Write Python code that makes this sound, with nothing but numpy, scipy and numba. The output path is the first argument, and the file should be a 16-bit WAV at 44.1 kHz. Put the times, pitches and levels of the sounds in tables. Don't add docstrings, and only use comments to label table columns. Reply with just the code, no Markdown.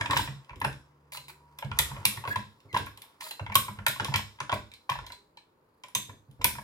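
import sys
import numpy as np
from scipy import signal
from scipy.fft import rfft, irfft
from scipy.io import wavfile
from scipy.ndimage import uniform_filter1d
from numba import njit

SR = 44100
rng = np.random.default_rng(int(sys.argv[2]) if len(sys.argv) > 2 else 0)


def voltage_ratio(decibels):
    exponent = np.asarray(decibels, float) / 20
    return 10 ** exponent


def to_wav(sig):
    pcm = np.clip(np.atleast_2d(sig), -1, 1) * 32767
    pcm = np.round(pcm).astype(np.int16)
    wavfile.write(sys.argv[1], SR, pcm.T)


N = 292383
T = np.arange(N) / SR


def band(x, lo_hz, hi_hz, order=2):
    return signal.sosfilt(signal.butter(order, [lo_hz, hi_hz], "band", fs=SR, output="sos"), x)


def unit(x):
    return x / np.sqrt(np.mean(x ** 2))


def peak(x, db):
    return x * voltage_ratio(db) / np.abs(x).max()


def curve(rows):
    s, *columns = np.transpose(rows)
    return [np.interp(T, s, c) for c in columns]


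def add(out, x, s):
    i = max(int(s * SR), 0)
    out[i:i + len(x)] += x[:N - i]


def late(x, count):
    return np.concatenate([np.zeros(count), x[:-count]])


def tagged(*groups):
    return [(*row, shared) for rows, shared in groups for row in rows]


def swell(t, tau):
    return (t / tau * np.exp(1 - t / tau)) ** 2


def decay(t, t60):
    return np.exp(-np.log(1000) * t / t60)


def ring(modes, t, scatter_db, detune=0.012):
    hz, db, t60 = np.transpose(modes)[:, :, None]
    gain_chance, pitch_chance, phase_chance = rng.standard_normal((3, len(modes), 1))
    gain = voltage_ratio(db + scatter_db * gain_chance)
    phase = 2 * np.pi * hz * (1 + detune * pitch_chance) * t + 7 * phase_chance
    return (gain * decay(t, t60) * np.sin(phase)).sum(axis=0)


@njit
def resonate(x, hz, width):
    y, b, l = np.empty(len(x)), 0., 0.
    for i in range(len(x)):
        g, k = np.tan(np.pi * hz[i] / SR), width / hz[i]
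        v = (b + g * (x[i] - l)) / (1 + g * (g + k))
        b, l, y[i] = 2 * v - b, l + 2 * g * v, k * v
    return y


def slip_wander(count):
    return uniform_filter1d(rng.standard_normal(count), 200) * np.sqrt(200)


def voice(slips, modes):
    return unit(sum(voltage_ratio(db) * unit(resonate(slips, np.full(N, float(hz)), width)) for hz, width, db in modes))


# t/s, case scrape level/dB, steel grit level/dB
RUB = [(0.0, -39.5, -64), (0.42, -63, -74), (1.07, -73, -82), (1.66, -66, -67), (1.77, -45, -78.5),
       (2.23, -54, -57.5), (2.53, -70, -66), (4.12, -55.5, -71), (4.21, -61.5, -65), (5.45, -90, -74),
       (6.48, -92, -70), (6.63, -63, -50)]
# t/s, length/s, level/dB
DRAGS = [
    (1.126, 0.045, -45),
    (1.283, 0.025, -53),
    (2.275, 0.058, -51.5),
    (3.204, 0.095, -47),
    (0.103, 0.15, -49.5),
    (2.746, 0.048, -48),
    (3.542, .012, -43.5),
    (4.526, 0.022, -45.5),
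]
# t/s, length/s, start f/Hz, end f/Hz, level/dB, step to each next overtone/dB
SQUEAKS = [
    (2.303, .028, 1640, 1710, -31, -20),
    (2.688, .05, 2230, 1900, -55, -14),
    (3.227, .046, 632, 626, -54, -2),
    (1.305, .29, 965, 961, -67, -40),
    (1.275, .085, 335, 400, -70, -40),
    (5.155, .115, 406, 401, -72, -40),
]


def scrape():
    case_db, steel_db = curve(RUB)
    slips = rng.standard_normal(N) * voltage_ratio(2.9 * slip_wander(N))
    case_modes = [(564, 510.0, 5.5), (980, 310.0, 16.0), (1594, 580.0, -7), (2600, 400.0, -11)]
    steel_modes = [(4350, 780.0, 2.0), (7200, 520.0, -9.0), (11500, 17000.0, 2.0)]
    out = voltage_ratio(case_db - 4.5) * voice(slips, case_modes)
    pressure = voltage_ratio(steel_db - 14.0)
    for s, length, db in DRAGS:
        pressure += voltage_ratio(db) * np.clip(np.minimum(T - s, s + length - T) / 0.0026, 0, 1)
    out += pressure * voice(slips, steel_modes)
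    for s, length, from_hz, to_hz, db, step_db in SQUEAKS:
        t = T[:int(length * SR)]
        wobble = 1 + 0.012 * slip_wander(len(t))
        hz = (from_hz + (to_hz - from_hz) * t / length) * wobble
        phase = 2 * np.pi * np.cumsum(hz) / SR
        tone = sum(voltage_ratio(k * step_db) * np.sin((k + 1) * phase) for k in range(6))
        add(out, voltage_ratio(db) * np.sqrt(np.sin(np.pi * t / length)) * tone, s)
    return out


# f/Hz, level per Hz/dB
AIR = [(20, -9.5), (90, -2.5), (489, -2.5), (714, -12.5), (911, -5.5), (1740, -19), (7920, -43),
       (15000, -35)]
# t/s, level/dB
HUM = [
    (0, -94),
    (.8, -65.5),
    (1.3, -65),
    (1.6, -64),
    (2.6, -74),
    (3.1, -80),
    (6.63, -98),
]


def air():
    f = np.maximum(np.fft.rfftfreq(N, 1 / SR), 1)
    hz, db = np.transpose(AIR)
    mid, side = rfft(rng.standard_normal((2, N))) * voltage_ratio(np.interp(np.log(f), np.log(hz), db))
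    side = side * np.minimum(f / 900, 1)
    tone = unit(irfft(np.array([mid + side, mid - side]), N)) * voltage_ratio(-66.5)
    motor_hz = 72.6
    motor = np.sin(2 * np.pi * 2 * motor_hz * T) + voltage_ratio(-3) * np.sin(2 * np.pi * motor_hz * T)
    return tone + np.sqrt(2) * voltage_ratio(curve(HUM)[0]) * motor


# f/Hz, width/Hz, level/dB, t60/s
LEVERS = [(2447, 390, -21, 0.047), (3240, 800, -5.5, 0.31), (3870, 900, 0.5, 0.41), (5350, 330, 1, 0.42),
          (6090, 920, -13, 0.11), (7400, 280, 1, 0.36), (9400, 550, -15, 0.23), (10180, 320, 3.5, 0.12),
          (12760, 200, 0.5, 0.31), (12840, 500, -7, 0.091), (14160, 750, 4.5, 0.2), (15000, 900, 3.5, .15)]
# t/s, peak level below 8 kHz/dB, relative level above 8 kHz/dB
SNAPS = [(.0109, -24.5, -35), (.0593, -28, -20), (.6014, -46.5, 5.5), (.617, -43, 1), (1.1206, -36.5, -4),
         (1.172, -33.5, -7.5), (1.282, -40, -9), (1.5871, -35, -2), (1.6475, -40, -31),
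         (1.7886, -10.5, -1.5), (2.0531, -10.5, -2), (2.1703, -43, 0.5), (2.7482, -42, -2.5),
         (2.9746, -41, -3), (3.3095, -29.5, -3), (3.5545, -9, 0.5), (3.8649, -15.5, -1.5),
         (4.1588, -15.5, -8), (4.403, -27.5, -19.5), (4.7167, -41.5, -16.5), (4.7376, -39.5, -11.5),
         (5.065, -36.5, -8), (5.0965, -54, -6), (5.1205, -37.5, -8), (5.3718, -45, -15.5),
         (5.8363, -37, -14), (5.9503, -19, 0.5), (6.4436, -12, 0.5)]
# t/s, peak level below 8 kHz/dB, relative level above 8 kHz/dB
JINGLES = [(.109, -20, -15), (.1605, -26, -22), (.1719, -17.5, -5.5), (.4454, -51.5, -28),
           (.5583, -46, -11), (.6464, -31, -8), (.7281, -40.5, -13), (2.2727, -47, -2),
           (2.3595, -30, -10.5), (2.603, -53, -13.5), (2.7287, -38, -13), (2.7724, -24.5, -13),
           (2.862, -42.5, -1), (3.019, -39, -2), (3.209, -32, -20.5), (3.463, -52, -29),
           (3.5234, -42.5, -7.5), (3.8824, -21, 0.5), (4.0048, -30, -20), (4.046, -24, -8),
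           (4.14, -18, -23), (4.5182, -26.5, -26), (4.8979, -24.5, -10), (4.988, -40, -32),
           (5.884, -46, -5), (6.312, -57.5, -3.5), (6.4163, -33, -15)]
# t/s, f/Hz, level/dB, t60/s
RINGS = [(1.174, 4030, -53, 0.44), (3.312, 4020, -49.5, 0.38), (4.737, 4040, -58, 0.3),
         (5.064, 4000, -53, 0.19), (5.121, 4020, -50, 0.25), (5.371, 4000, -57, 0.16),
         (5.949, 3566, -40, 0.4), (5.949, 6150, -33, 0.094), (5.952, 7400, -37.5, 0.13),
         (1.79, 3380, -27.5, 0.1), (0.645, 10260, -51, 0.17)]


def ticks():
    out, t = np.zeros(N), T[:SR // 4]
    hz, width, gain_db, t60 = np.transpose(LEVERS)
    crowd = np.array([unit(band(rng.standard_normal(SR), f - w / 2, f + w / 2, order=1)) for f, w in zip(hz, width)])
    fade = decay(t, t60[:, None]) * (1 - np.exp(-t / 0.0069))
    for s, db, top_db, ring_db in tagged((SNAPS, -23), (JINGLES, -17)):
        start = rng.integers(SR // 2)
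        gains = voltage_ratio(gain_db + 3.5 * rng.standard_normal(len(hz)))
        struck = gains[:, None] * crowd[:, start:start + len(t)]
        chatter = unit(struck.sum(axis=0)) + voltage_ratio(3.0) * rng.standard_normal(len(t))
        ringing = (struck * fade).sum(axis=0)
        snap = peak(chatter * swell(t, 0.002), 0) + peak(ringing, min(ring_db, 0))
        plate = voltage_ratio(12.5) * band(snap, 2100, 4010)
        body = peak(band(snap, 1500, 8200, order=3) + plate, db + 1.5)
        top = peak(band(snap, 8940, 14000, order=3), db + top_db + 2.0)
        add(out, body + top, s - 0.0012)
    for s, f, db, t60 in RINGS:
        glide_hz = f * (1 + 0.03 * np.exp(-t / 0.05))
        cluster = unit(resonate(rng.standard_normal(len(t)), glide_hz, f / 25))
        add(out, voltage_ratio(db) * cluster * (decay(t, t60) + 0.85 * swell(t, 0.0025)), s)
    return out


# f/Hz, level/dB, t60/s
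CAVITY = [(585, 5, 0.05), (732, -1.5, .025), (845.6, -1.5, 0.028), (985, -23.5, 0.065), (1060, -8.5, 0.037)]
# f/Hz, level/dB, t60/s
WALLS = [(1350, -5, .014), (1620, 0, .02), (1900, -3, .014), (2200, -1, .014), (2500, -3, .012),
         (2750, -2, .012), (3150, -3, .012)]
# t/s, peak level/dB, cavity f/Hz
HOLLOW = [(.1, -26, 990), (.111, -22.5, 1032), (.193, -23.5, 980), (.533, -42, 1030), (1.124, -44.5, 1000),
          (1.174, -43, 1000), (1.283, -49, 1076), (1.794, -26.5, 945), (1.914, -36.5, 972),
          (2.053, -27.5, 1000), (2.24, -32.5, 930), (2.253, -30, 1070), (2.745, -20, 1010),
          (2.978, -49, 1000), (3.222, -39, 963), (3.555, -15, 1073), (3.683, -31, 1000),
          (4.051, -32.5, 1067), (4.084, -32.5, 930), (4.122, -35.5, 965), (4.192, -30.5, 936),
          (4.517, -29, 1097), (4.894, -21.5, 1000), (5.041, -46, 980), (5.125, -46, 980),
          (5.886, -50.5, 980), (5.954, -29.5, 962), (6.095, -42, 1006), (6.447, -23, 975),
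          (6.585, -33.5, 980)]
# t/s, peak level/dB, cavity f/Hz
RAPS = [(.133, -22, 980), (.616, -24.5, 1004), (.648, -19.5, 935), (1.625, -30, 920), (1.966, -36.5, 1060),
        (2.029, -47, 920), (2.359, -21.5, 1015), (2.765, -20.5, 949), (2.868, -37, 1030),
        (3.04, -51.5, 980), (3.312, -39, 985), (3.396, -31.5, 900), (3.499, -36, 980), (3.961, -38.5, 1080),
        (4.157, -29.5, 1006), (4.405, -26, 980), (4.527, -20, 1012), (4.918, -26.5, 984),
        (4.955, -32.5, 960), (4.989, -37, 1010), (5.069, -47.5, 964), (5.374, -47.5, 957),
        (5.84, -40.5, 1016), (6.414, -36, 1000), (6.499, -44, 940)]
# t/s, peak level/dB
CLANKS = [(.011, -28), (.059, -29), (.167, -23), (0.276, -37), (0.495, -43.5), (0.507, -48), (.643, -32),
          (4.388, -50), (1.149, -43.5), (1.297, -47.5), (1.588, -46), (1.716, -34.5), (2.174, -40),
          (2.277, -31), (2.33, -42), (3.208, -44), (3.266, -44.5), (3.465, -35.5), (3.521, -36.5),
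          (3.789, -41), (3.866, -22), (3.999, -25.5), (4.141, -24.5), (4.496, -25), (5.102, -46),
          (6.553, -43)]


def knocks():
    out, t = np.zeros(N), T[:SR // 6]
    push_t = T[:SR // 40]
    push = swell(push_t, 0.0021)
    clanks = [(s, db, 962) for s, db in CLANKS]
    for s, db, hz, wall_db in tagged((HOLLOW, -2.5), (RAPS, 1), (clanks, 6.5)):
        rough = push * rng.standard_normal(len(push))
        drive = push * np.sin(2 * np.pi * hz * push_t) + 0.43 * band(rough, 320, 2100)
        cavity = signal.fftconvolve(ring(CAVITY + [(hz, 0, 0.02)], t, 2.2), drive)
        rattle = band(rng.standard_normal(len(cavity)), 930, 2900)
        rattle[:len(push)] *= push
        rattle[len(push):] = 0
        walls = signal.fftconvolve(ring(WALLS, t, 0.67, detune=0.06), band(rough, 900, 3500))
        shell = peak(walls, 3.0) + peak(rattle, 0)
        add(out, peak(cavity, db - 0.3) + peak(shell, db + wall_db), s - 0.0022)
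    return out


# f/Hz, level/dB, t60/s
DEEP = [(51.4, -1.5, 0.34), (70.1, -2, 0.48)]


def frame(t):
    return ring(DEEP, t, 3.0, detune=0.014) * (1 - np.exp(-t / 0.036))


# f/Hz, level/dB, t60/s
BENCH = [(135, -18.5, 0.042), (205.6, -18.5, 0.084)]
# t/s, peak level/dB, vice sway f/Hz
JOLTS = [(.101, -28.5, 110), (.16, -30, 119), (.194, -31.5, 101), (.512, -46, 118), (.569, -44, 101),
         (.626, -34.5, 103), (.659, -33.5, 127.4), (1.185, -57.5, 134), (1.798, -36.5, 123),
         (2.283, -33, 105.4), (2.429, -53, 99.5), (2.658, -47, 108), (2.742, -31.5, 111),
         (2.81, -32.5, 102), (3.619, -46, 100), (3.887, -37, 120), (4.011, -29.5, 108), (4.199, -49, 98),
         (4.416, -40.5, 117), (4.533, -28.5, 107), (4.599, -63, 93), (5.023, -47, 90.7), (5.087, -55, 93),
         (5.846, -65, 112), (5.964, -38.5, 115.6), (6.097, -40.5, 106), (6.402, -39.5, 98.4),
         (6.451, -33, 114.4)]
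# t/s, peak level/dB, vice sway f/Hz
TUGS = [(.013, -30.5, 109), (.289, -35, 125.6), (.339, -51, 136.5), (1.652, -29.5, 118.3),
        (1.709, -32.5, 105), (1.849, -48, 93), (1.916, -37.5, 125), (1.988, -35.5, 103),
        (2.064, -32, 110.6), (2.18, -35, 111.5), (2.368, -30.5, 108.7), (2.869, -65, 97), (2.982, -65, 111),
        (3.417, -29, 106.5), (3.495, -35.5, 98.5), (3.564, -28, 108), (3.696, -34.5, 106.6),
        (3.789, -34, 103), (4.092, -27.5, 119), (4.154, -26, 104.5), (4.912, -35, 115), (4.969, -48, 120),
        (6.292, -44.5, 118), (6.509, -41, 104), (6.579, -39.5, 117)]
# t/s, peak level/dB
RUMBLES = [(0.1, -41), (.194, -43), (0.513, -47), (.569, -55), (.659, -45), (1.709, -39.5), (1.798, -40),
           (1.918, -43.5), (2.812, -57), (3.495, -59.5), (3.789, -46), (4.535, -52), (4.971, -47), (6.4, -43),
           (6.453, -45)]


def bench():
    out, t = np.zeros(N), T[:SR // 3]
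    for s, db, hz, thud_db in tagged((JOLTS, -8), (TUGS, -19)):
        sway = ring(BENCH + [(hz, 0, 0.12)], t, 4.6, detune=0.005) * (1 - np.exp(-t / 0.012)) ** 2
        thud = band(rng.standard_normal(len(t)), 190, 650) * decay(t, 0.25) * (1 - np.exp(-t / 0.00043))
        add(out, peak(sway, db) + peak(frame(t), db - 20.5) + peak(thud, db + thud_db), s - 0.01)
    for s, db in RUMBLES:
        add(out, peak(frame(t), db), s - 0.01)
    return out


# f/Hz, t60/s, level/dB
ROOM = [(245, 0.34, -7), (583, 0.15, -12), (1000, 0.18, -36.5), (1737, 0.29, -9.5), (3580, 0.17, -12.5),
        (8400, 0.35, -8), (13900, 0.2, -4.5)]


def room(x):
    t, tail = T[:SR // 2], 0
    for hz, t60, db in ROOM:
        lo_hz, hi_hz = hz / 1.677, min(hz * 1.385, 20000)
        mid, side = (unit(band(rng.standard_normal(len(t)), lo_hz, hi_hz)) for _ in range(2))
        spread = np.clip((hz / 2200) ** 2 + 0.22, 0, 1)
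        pair = mid + spread * side * np.array([[1], [-1]])
        tail = tail + voltage_ratio(db) * pair * decay(t, t60) / np.sqrt(t60 * SR / 7)
    tail = tail * (1 - np.exp(-t / 0.00043))
    return signal.fftconvolve(x[None], tail, axes=1)[:, :N]


BOUNCE_LAGS = 45, 41


def scene():
    lock = ticks() + knocks() + scrape()
    wood = bench()
    near = lock + wood
    direct = np.array([voltage_ratio(-2.43) * near, late(near, 8)])
    bounce = voltage_ratio(-11.5) * np.array([late(lock, lag) for lag in BOUNCE_LAGS])
    return voltage_ratio(2.5) * (direct + bounce) + room(lock + voltage_ratio(-2.5) * wood) + air()


def roll_off(x):
    return signal.sosfilt(signal.butter(12, 16980, fs=SR, output="sos"), x)


def record(dry):
    x = signal.sosfilt(signal.butter(2, 35, "high", fs=SR, output="sos"), dry)
    x = signal.sosfilt(signal.ellip(8, 1, 45, 15950, fs=SR, output="sos"), x)
    return roll_off(x)


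dry = scene()
out = record(dry)
to_wav(out)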